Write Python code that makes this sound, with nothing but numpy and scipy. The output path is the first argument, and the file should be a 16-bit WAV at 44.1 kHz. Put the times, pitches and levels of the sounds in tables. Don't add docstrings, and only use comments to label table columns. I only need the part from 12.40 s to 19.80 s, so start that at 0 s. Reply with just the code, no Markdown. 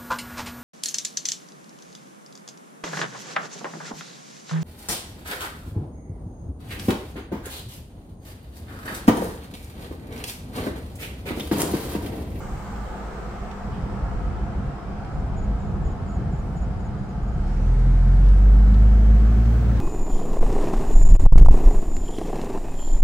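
import sys
import numpy as np
from scipy import signal
from scipy.fft import rfft, irfft
from scipy.io import wavfile
from scipy.ndimage import uniform_filter1d

SR = 44100
rng = np.random.default_rng(int(sys.argv[2]) if len(sys.argv) > 2 else 0)


def materialize(psi):
    bounded = np.clip(np.atleast_2d(psi).T, -1, 1)
    quanta = np.round(bounded * 32767).astype(np.int16)
    wavfile.write(sys.argv[1], SR, quanta)


N = 326420
T = np.arange(N) / SR


def amp(db):
    return 10 ** (np.asarray(db) / 20)


def unit_level(x):
    return x / np.sqrt(np.mean(x ** 2) + 1e-20)


def at_pitch(table, hz):
    pitches, values = np.transpose(table)
    return np.interp(np.log(hz + 1), np.log(pitches + 1), values)


def over_time(table):
    times, *columns = np.transpose(table)
    return [np.interp(T, times, column) for column in columns]


def swell(middle_s, length_s, db):
    return amp(db) * np.cos(np.pi * np.clip((T - middle_s) / length_s, -.5, .5))


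def wander(hz):
    f = np.fft.rfftfreq(N, 1 / SR)
    return unit_level(irfft(rfft(rng.standard_normal(N)) / (1 + (f / hz) ** 4), N))


def whistle(hz, gain, width_hz, left_db):
    tone = np.exp(2j * np.pi * np.cumsum(hz) / SR)
    pair = np.array([((wander(width_hz) + 1j * wander(width_hz)) * tone).real for _ in range(2)])
    return pair * gain * amp([[left_db], [-left_db]])


# pitch_hz, likeness (1 = the same)
STEREO_LIKENESS = [(30, .995), (70, 0.79), (170, 1), (350, 0.75), (700, 0.67), (1400, 0.32), (2800, 0.093),
                   (5000, -0.082), (15000, -0.05)]
# pitch_hz, difference_db
STEREO_BALANCE = [(60, -0.5), (140, -0.9), (250, -0.5), (380, 2), (700, 1.5), (1290, -2), (2380, 2.5),
                  (4400, 0), (8120, 2), (15000, 0.5)]
def noise(tone, resonances=()):
    f = np.fft.rfftfreq(N, 1 / SR)
    peaks_db = sum(db * np.exp(-(2 * (f - hz) / width) ** 2) for hz, width, db in resonances)
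    likeness = np.clip(at_pitch(STEREO_LIKENESS, f), -1, 1)
    lean_db = at_pitch(STEREO_BALANCE, f) / 2
    mid, side = rfft(rng.standard_normal((2, N))) * np.sqrt([1 + likeness, 1 - likeness])
    spectra = np.array([(mid + side) * amp(lean_db), (mid - side) * amp(-lean_db)])
    pair = irfft(spectra * amp(at_pitch(tone, f) + peaks_db), N)
    return pair / np.std(pair.mean(0))


def restless(x, depth_db, bands):
    spectra = signal.stft(x, nperseg=2048, noverlap=1536)[2]
    patches = rng.standard_normal(spectra.shape[1:])
    for _ in range(2):
        patches = uniform_filter1d(patches, size=bands, axis=0)
        patches = uniform_filter1d(patches, size=14, axis=1)
    gain = unit_level(amp(depth_db * unit_level(patches)))
    return signal.istft(spectra * gain, nperseg=2048, noverlap=1536)[1][:, :N]


# time_s, level_db
RUSH_LEVEL = [(0, -42.5), (.5, -40), (1.4, -40.5), (3.3, -43.5), (4.6, -45.5), (7.4, -43)]
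HISS_LEVEL = [(0, -56.5), (1.1, -58), (2.3, -60.5), (3.4, -61.5), (4.9, -62), (5.1, -58), (6.9, -57),
              (7.4, -54.5)]
# pitch_hz, gain_db
RUSH_TONE = [(20, -29), (130, -13), (195, 10), (255, -4), (400, 0), (510, -2.5), (590, -5), (740, -1),
             (1020, -5.5), (1300, -6), (1600, -11), (2000, -19), (3000, -27), (12000, -69.5)]
HISS_TONE = [(500, -9), (1060, -7), (1800, -2), (2430, -9), (3160, -12), (3800, -12.5), (5360, -13),
             (6000, -16), (7780, -17), (9330, -22.5), (10400, -27.5), (11100, -30.5), (14600, -31.5),
             (15800, -33.5)]
# pitch_hz, width_hz, gain_db
DUCT_RESONANCES = [(420, 20, 0.5), (570, 32, -6), (707, 86, 3.5), (877, 27, 2), (984, 70, -1.5),
                   (1183, 43, 1), (1311, 55, 3.5), (1330, 39, -1), (1530, 54, 1), (1860, 160, -1.5),
                   (2170, 63, 3), (3110, 200, 2.5)]
def air(rush_boost_db=3.5, hiss_boost_db=4):
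    rush = restless(noise(RUSH_TONE, DUCT_RESONANCES), depth_db=1.5, bands=3)
    hiss = restless(noise(HISS_TONE, DUCT_RESONANCES), depth_db=1.05, bands=10)
    rush *= amp(over_time(RUSH_LEVEL)[0] + rush_boost_db)
    hiss *= amp(over_time(HISS_LEVEL)[0] + hiss_boost_db)
    return rush + hiss


def insect(pitch_hz=10350, drift_hz=90, flicker_db=3):
    gain = swell(middle_s=4.4, length_s=3.9, db=-81) * unit_level(amp(flicker_db * wander(3)))
    return whistle(pitch_hz + drift_hz * wander(2), gain, width_hz=220, left_db=1)


def wing_stroke(hz, blur, length_s=.045, droop=0.06, rasp=0.0046, blur_hz=200):
    progress = np.arange(0, length_s, 1 / SR) / length_s
    lowpass = signal.butter(2, blur_hz, fs=SR, output="sos")
    wobbles = unit_level(signal.sosfilt(lowpass, rng.standard_normal((3, SR // 4))))
    pitch_wobble, fuzz_real, fuzz_imag = wobbles[:, -len(progress):]
    pitch = hz * (1 - droop * progress ** 4 + rasp * pitch_wobble)
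    flutter = np.sqrt(1 - blur) + np.sqrt(blur / 2) * (fuzz_real + 1j * fuzz_imag)
    return np.sin(np.pi * progress) * (flutter * np.exp(2j * np.pi * np.cumsum(pitch) / SR)).real


# start_s, pitch_hz, level_db, blur (0 to 1), stroke_count
CHIRPS = [(2.727, 7100, -65, .4, 2), (2.964, 7000, -55.5, .05, 2), (3.18, 7440, -65, .2, 2),
          (3.203, 7000, -62, .15, 2), (3.415, 7440, -64, .1, 2), (3.443, 6960, -57.5, .15, 2),
          (3.655, 7360, -63, .2, 2), (3.679, 6930, -55, .1, 2), (3.895, 7420, -66, .6, 2),
          (3.92, 6990, -59, .2, 2), (4.156, 6980, -59, .1, 2), (4.39, 6960, -62, .3, 2),
          (4.576, 6900, -64.5, .4, 3), (4.812, 6930, -66, .5, 3), (5.056, 6920, -67, .7, 2),
          (5.316, 8060, -66, .2, 2)]
def crickets(gain_db=-0.3, spacing_s=0.051, uneven_db=2.0, echo_db=-8, echo_s=.12):
    chirps = np.zeros(N)
    for start_s, hz, db, blur, strokes in CHIRPS:
        for stroke_s in start_s + spacing_s * np.arange(round(strokes)):
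            wing, start = wing_stroke(hz, blur), round(stroke_s * SR)
            chirps[start:start + len(wing)] += amp(gain_db + db + uneven_db * rng.standard_normal()) * wing
    t = T[:SR // 8]
    echo = rng.standard_normal((2, len(t))) * amp(-60 * t / echo_s)
    echo /= np.linalg.norm(echo, axis=1, keepdims=True)
    return chirps + amp(echo_db) * signal.fftconvolve(chirps[None], echo, axes=1)[:, :N]


# middle_s, length_s, level_db
RUSTLE = (1.35, .08, -59)
# pitch_hz, gain_db
RUSTLE_TONE = [(1000, -25), (2300, -8), (3050, 2), (3900, -12), (9000, -30)]
def rustle():
    return swell(*RUSTLE) * noise(RUSTLE_TONE)


# start_s, level_db, pitch_hz
PANEL_TICKS = [(.36, -46, 3200), (1.113, -36, 2400), (2.648, -43, 2300), (2.949, -51, 2200),
               (5.862, -45, 3300), (5.887, -42, 3380), (6.342, -41, 3200), (7.056, -42, 3480)]
def panels(gain_db=-6, crack_s=.03, rattle_s=.12, rattle_db=-13, rise_s=0.0004):
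    out = np.zeros((2, N))
    for start_s, db, hz in PANEL_TICKS:
        panel = signal.iirpeak(hz, Q=1.0, fs=SR)
        ring = signal.lfilter(*panel, rng.standard_normal((2, N)))
        ring = unit_level(signal.lfilter(*panel, ring))
        age = np.maximum(T - start_s, 0)
        fall = amp(-60 * age / crack_s) + amp(rattle_db - 60 * age / rattle_s)
        out += ring * (1 - np.exp(-age / rise_s)) * fall * amp(db + gain_db)
    return out


# middle_s, length_s, pitch_hz, level_db
MOANS = [(.35, .5, 824, -51), (.6, 1.1, 1200, -52.5), (.8, 1.1, 712, -52)]
# time_s, level_db
SCRUB_LEVEL = [(0, -73), (1.5, -55), (2.8, -47.5), (4, -48.5), (4.7, -50.5), (5.4, -55.5), (7.4, -71)]
# pitch_hz, gain_db
SCRUB_TONE = [(300, -26.5), (460, -15), (570, -9.5), (705, 4.5), (790, 1), (890, -0.5), (990, -15),
              (1300, -14), (1600, -27), (4000, -61)]
def tread():
    moans = sum(whistle(np.full(N, hz), swell(middle_s, length_s, db), width_hz=24, left_db=-3.5)
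                for middle_s, length_s, hz, db in MOANS)
    return moans + amp(over_time(SCRUB_LEVEL)[0]) * noise(SCRUB_TONE)


# time_s, level_db
DRUM_LEVEL = [(0, -36), (.6, -41.5), (1.15, -39), (1.4, -30.5), (2.3, -33.5), (2.38, -43), (2.68, -35.5),
              (2.76, -31), (4.7, -31), (5.9, -29.5), (7.4, -26)]
# pitch_hz, gain_db
DRUM_TONE = [(15, -52), (35, -19), (60, 0), (75, 2), (100, -1), (125, 0.5), (155, -2.5), (178, -5.5),
             (202, -3.5), (232, -9.5), (300, -14.5), (420, -19), (520, -18.5), (600, -26), (4000, -100)]
SHAKE_TONE = [(10, -34), (22, -12.5), (33, -5.5), (43, -7), (52, 1), (62, -7), (80, -20), (130, -50),
              (400, -110)]
# pitch_hz, width_hz, gain_db
TYRE_RESONANCE = [(201.7, 12, 4)]
# middle_s, length_s, drum_db, shake_db
ROUGH_PATCHES = [(1.492, 0.17, -34, -35), (1.806, 0.61, -35.5, -29), (2.012, 0.079, -32, -34),
                 (2.217, 0.29, -30.5, -38), (2.53, 0.23, -32, -40), (2.802, 0.18, -38, -29),
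                 (3.04, 0.4, -34.5, -26.5), (3.304, 0.27, -30.5, -29.5), (3.465, 0.18, -32, -26),
                 (3.83, 0.34, -31.5, -41), (4.25, 0.47, -45, -34), (4.553, 0.32, -43, -32)]
def tyres(steady_shake_db=-38, shake_boost_db=0.4):
    drum_gain, shake_gain = amp(over_time(DRUM_LEVEL)[0]), amp(steady_shake_db)
    for middle_s, length_s, drum_db, shake_db in ROUGH_PATCHES:
        drum_gain = np.hypot(drum_gain, swell(middle_s, length_s, drum_db))
        shake_gain = np.hypot(shake_gain, swell(middle_s, length_s, shake_db))
    drumming = drum_gain * noise(DRUM_TONE, TYRE_RESONANCE)
    return drumming + amp(shake_boost_db) * shake_gain * noise(SHAKE_TONE)


# start_s, level_db, pitch_hz
THUMPS = [(.107, -23.5, 42), (1.01, -26, 48.5), (1.425, -20.5, 54), (1.625, -19, 52), (1.863, -22, 50),
          (2.014, -25.5, 54.5), (2.152, -19.5, 56), (2.266, -20, 54.3), (2.737, -24, 60), (2.828, -19, 56),
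          (3.058, -21, 54.7), (3.137, -21, 52), (3.337, -22.5, 55), (3.445, -15, 51.3), (3.643, -25, 50.5),
          (3.757, -20, 56.4), (3.983, -21, 53), (4.198, -22, 56), (4.357, -22, 59.4), (4.473, -24, 56),
          (4.82, -15.5, 46.7)]
KNOCKS = [(2.028, -28, 132), (3.108, -23, 151), (3.291, -24.5, 122), (3.411, -19, 124), (3.619, -24.5, 129),
          (3.779, -24.5, 166), (3.866, -17.5, 117), (3.931, -18.5, 151), (4.1, -21, 126), (4.155, -24, 166),
          (4.304, -20, 140), (4.361, -20.5, 115), (4.778, -19.5, 148), (4.955, -19, 127)]
def jolts(hits, rise_s):
    out, t = np.zeros(N), T[:SR // 4]
    envelope = (t / rise_s * np.exp(1 - t / rise_s)) ** 2
    for start_s, db, hz in hits:
        start = round(start_s * SR)
        out[start:start + len(t)] += amp(db) * envelope * np.sin(2 * np.pi * hz * t)
    return out


# middle_s, length_s, level_db
SINGING = [(2.58, 0.55, -85), (3.62, .55, -84), (4.55, .9, -85)]
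# time_s, pitch_hz, level_db
WHINE = [(5.8, 6050, -99), (6.6, 6350, -76), (7.1, 6240, -77), (7.4, 6200, -73)]
def whines(singing_hz=5200, sag_hz_per_s=65):
    spells = sum(swell(*row) for row in SINGING)
    singing = whistle(singing_hz - sag_hz_per_s * T, spells, width_hz=80, left_db=13)
    hz, db = over_time(WHINE)
    return singing + whistle(hz, amp(db) * (T > WHINE[0][0]), width_hz=80, left_db=10.5)


# time_s, firing_hz
ENGINE_SPEED = [(0, 26.5), (4.87, 26.9), (5.0, 32.6), (5.1, 37.6), (5.19, 38.4), (5.28, 40.7), (5.53, 42.9),
                (5.64, 43), (5.8, 45.2), (6.04, 49.3), (6.18, 49.6), (6.42, 52), (6.85, 53.5), (7.18, 57.5),
                (7.4, 57.8)]
# time_s, load_db
ENGINE_LOAD = [(0, -47), (1.2, -32.5), (2.7, -28.5), (4.75, -27.5), (5.0, -7), (5.3, -1.5), (6.1, -0.5),
               (7.4, -1.05)]
def engine_effort(growth_db):
    firing_hz, load_db = over_time(ENGINE_SPEED)[0], over_time(ENGINE_LOAD)[0]
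    return amp(load_db + growth_db * np.log10(firing_hz / firing_hz.max()))


# middle_s, length_s, level_db
GULP = (4.1, .48, -72)
# pitch_hz, gain_db
INTAKE_TONE = [(1000, -71), (4000, -28), (6400, 2), (7700, 3.5), (9000, -2), (10300, -11), (11000, -12.5),
               (12800, -9), (14300, -2.5), (15700, -8.5)]
GULP_TONE = [(2000, -25), (4500, 4), (8000, 7), (11000, 0), (14500, 0), (15800, -10)]
def intake(start_db=-59, fade_db_per_s=10.5, pulling_db=-66.5):
    coasting = amp(start_db - fade_db_per_s * T)
    pulling = amp(pulling_db) * engine_effort(growth_db=31.5)
    return np.hypot(coasting, pulling) * noise(INTAKE_TONE) + swell(*GULP) * noise(GULP_TONE)


# pitch_hz, level_db
TURBO_IN_CABIN = [(4400, -94), (5300, -70), (6200, -72), (7700, -82), (9300, -73), (10400, -87),
                  (11500, -80), (13300, -76.5), (14600, -70), (15900, -70)]
def turbo(start_s=4.9, start_hz=4400, rise_hz_per_s=4650):
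    hz = start_hz + rise_hz_per_s * np.maximum(T - start_s, 0)
    gain = amp(at_pitch(TURBO_IN_CABIN, hz)) * (T > start_s)
    frayed = (hz - start_hz) / (hz.max() - start_hz)
    core = whistle(hz, gain * np.sqrt(1 - frayed), width_hz=340, left_db=7.5)
    return core + whistle(hz, gain * np.sqrt(frayed), width_hz=850, left_db=9.5)


# pitch_hz, gain_db
CLATTER_TONE = [(60, -33), (200, -3.5), (285, 10.5), (340, -2), (450, 0), (600, 2), (1000, -22), (1600, -6),
                (2200, -15.5), (3200, -20.5), (5000, -29.5), (12000, -56)]
def clatter(firings, level_db=-42, throb=0.29):
    puffs = 1 + throb * np.cos(2 * np.pi * firings)
    return amp(level_db) * engine_effort(growth_db=40) * puffs * noise(CLATTER_TONE, DUCT_RESONANCES)


# multiple_of_firing_rate, gain_db
HARMONICS = [(1, 0), (2, 4), (3, .5), (4, .5), (5, -12), (6, -16), (9, -19)]
# pitch_hz, gain_db
CABIN_RESPONSE = [(27, -21), (38, -18), (47, -10.2), (52, -11.1), (58, -17), (68, -26.5), (88, -32),
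                  (96, -38), (103, -32), (113, -30), (128, -25.5), (137, -28), (147, -42), (157, -36),
                  (172, -43), (188, -34), (204, -29.5), (222, -30.5), (238, -39), (258, -29.5), (285, -37),
                  (600, -56)]
def engine(jitter=0.0017, wobble_db=1.5, boom_wobble_db=0.5, between_db=-15):
    firing_hz, load_db = over_time(ENGINE_SPEED)[0], over_time(ENGINE_LOAD)[0]
    firings = np.cumsum(firing_hz * (1 + jitter * wander(7.4))) / SR
    out = np.zeros(N)
    for multiple in np.arange(2, 19) / 2:
        db = at_pitch(HARMONICS, multiple) + at_pitch(CABIN_RESPONSE, multiple * firing_hz)
        if multiple % 1:
            db += between_db
        db += (boom_wobble_db if multiple == 1 else wobble_db) * wander(7.3)
        out += amp(db + load_db) * np.cos(2 * np.pi * (multiple * firings + rng.random()))
    return np.sqrt(2) * out * amp([[-.15], [.15]]), firings


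def scene():
    boom, firings = engine()
    cabin = panels() + rustle()
    diesel = boom + clatter(firings)
    road = tyres() + tread() + jolts(THUMPS, rise_s=.017) + jolts(KNOCKS, rise_s=0.0069)
    return cabin + diesel + road + air() + intake() + turbo() + whines() + crickets() + insect()


def record(dry, cutoff_hz=15800, fade_s=.004):
    fade = np.sin(np.pi / 2 * np.clip(np.minimum(T, T[-1] - T) / fade_s, 0, 1)) ** 2
    lowpass = signal.firwin(511, cutoff_hz, window=("kaiser", 9), fs=SR)
    return signal.oaconvolve(dry * fade, lowpass[None], "same")


dry = scene()
out = record(dry)
materialize(out)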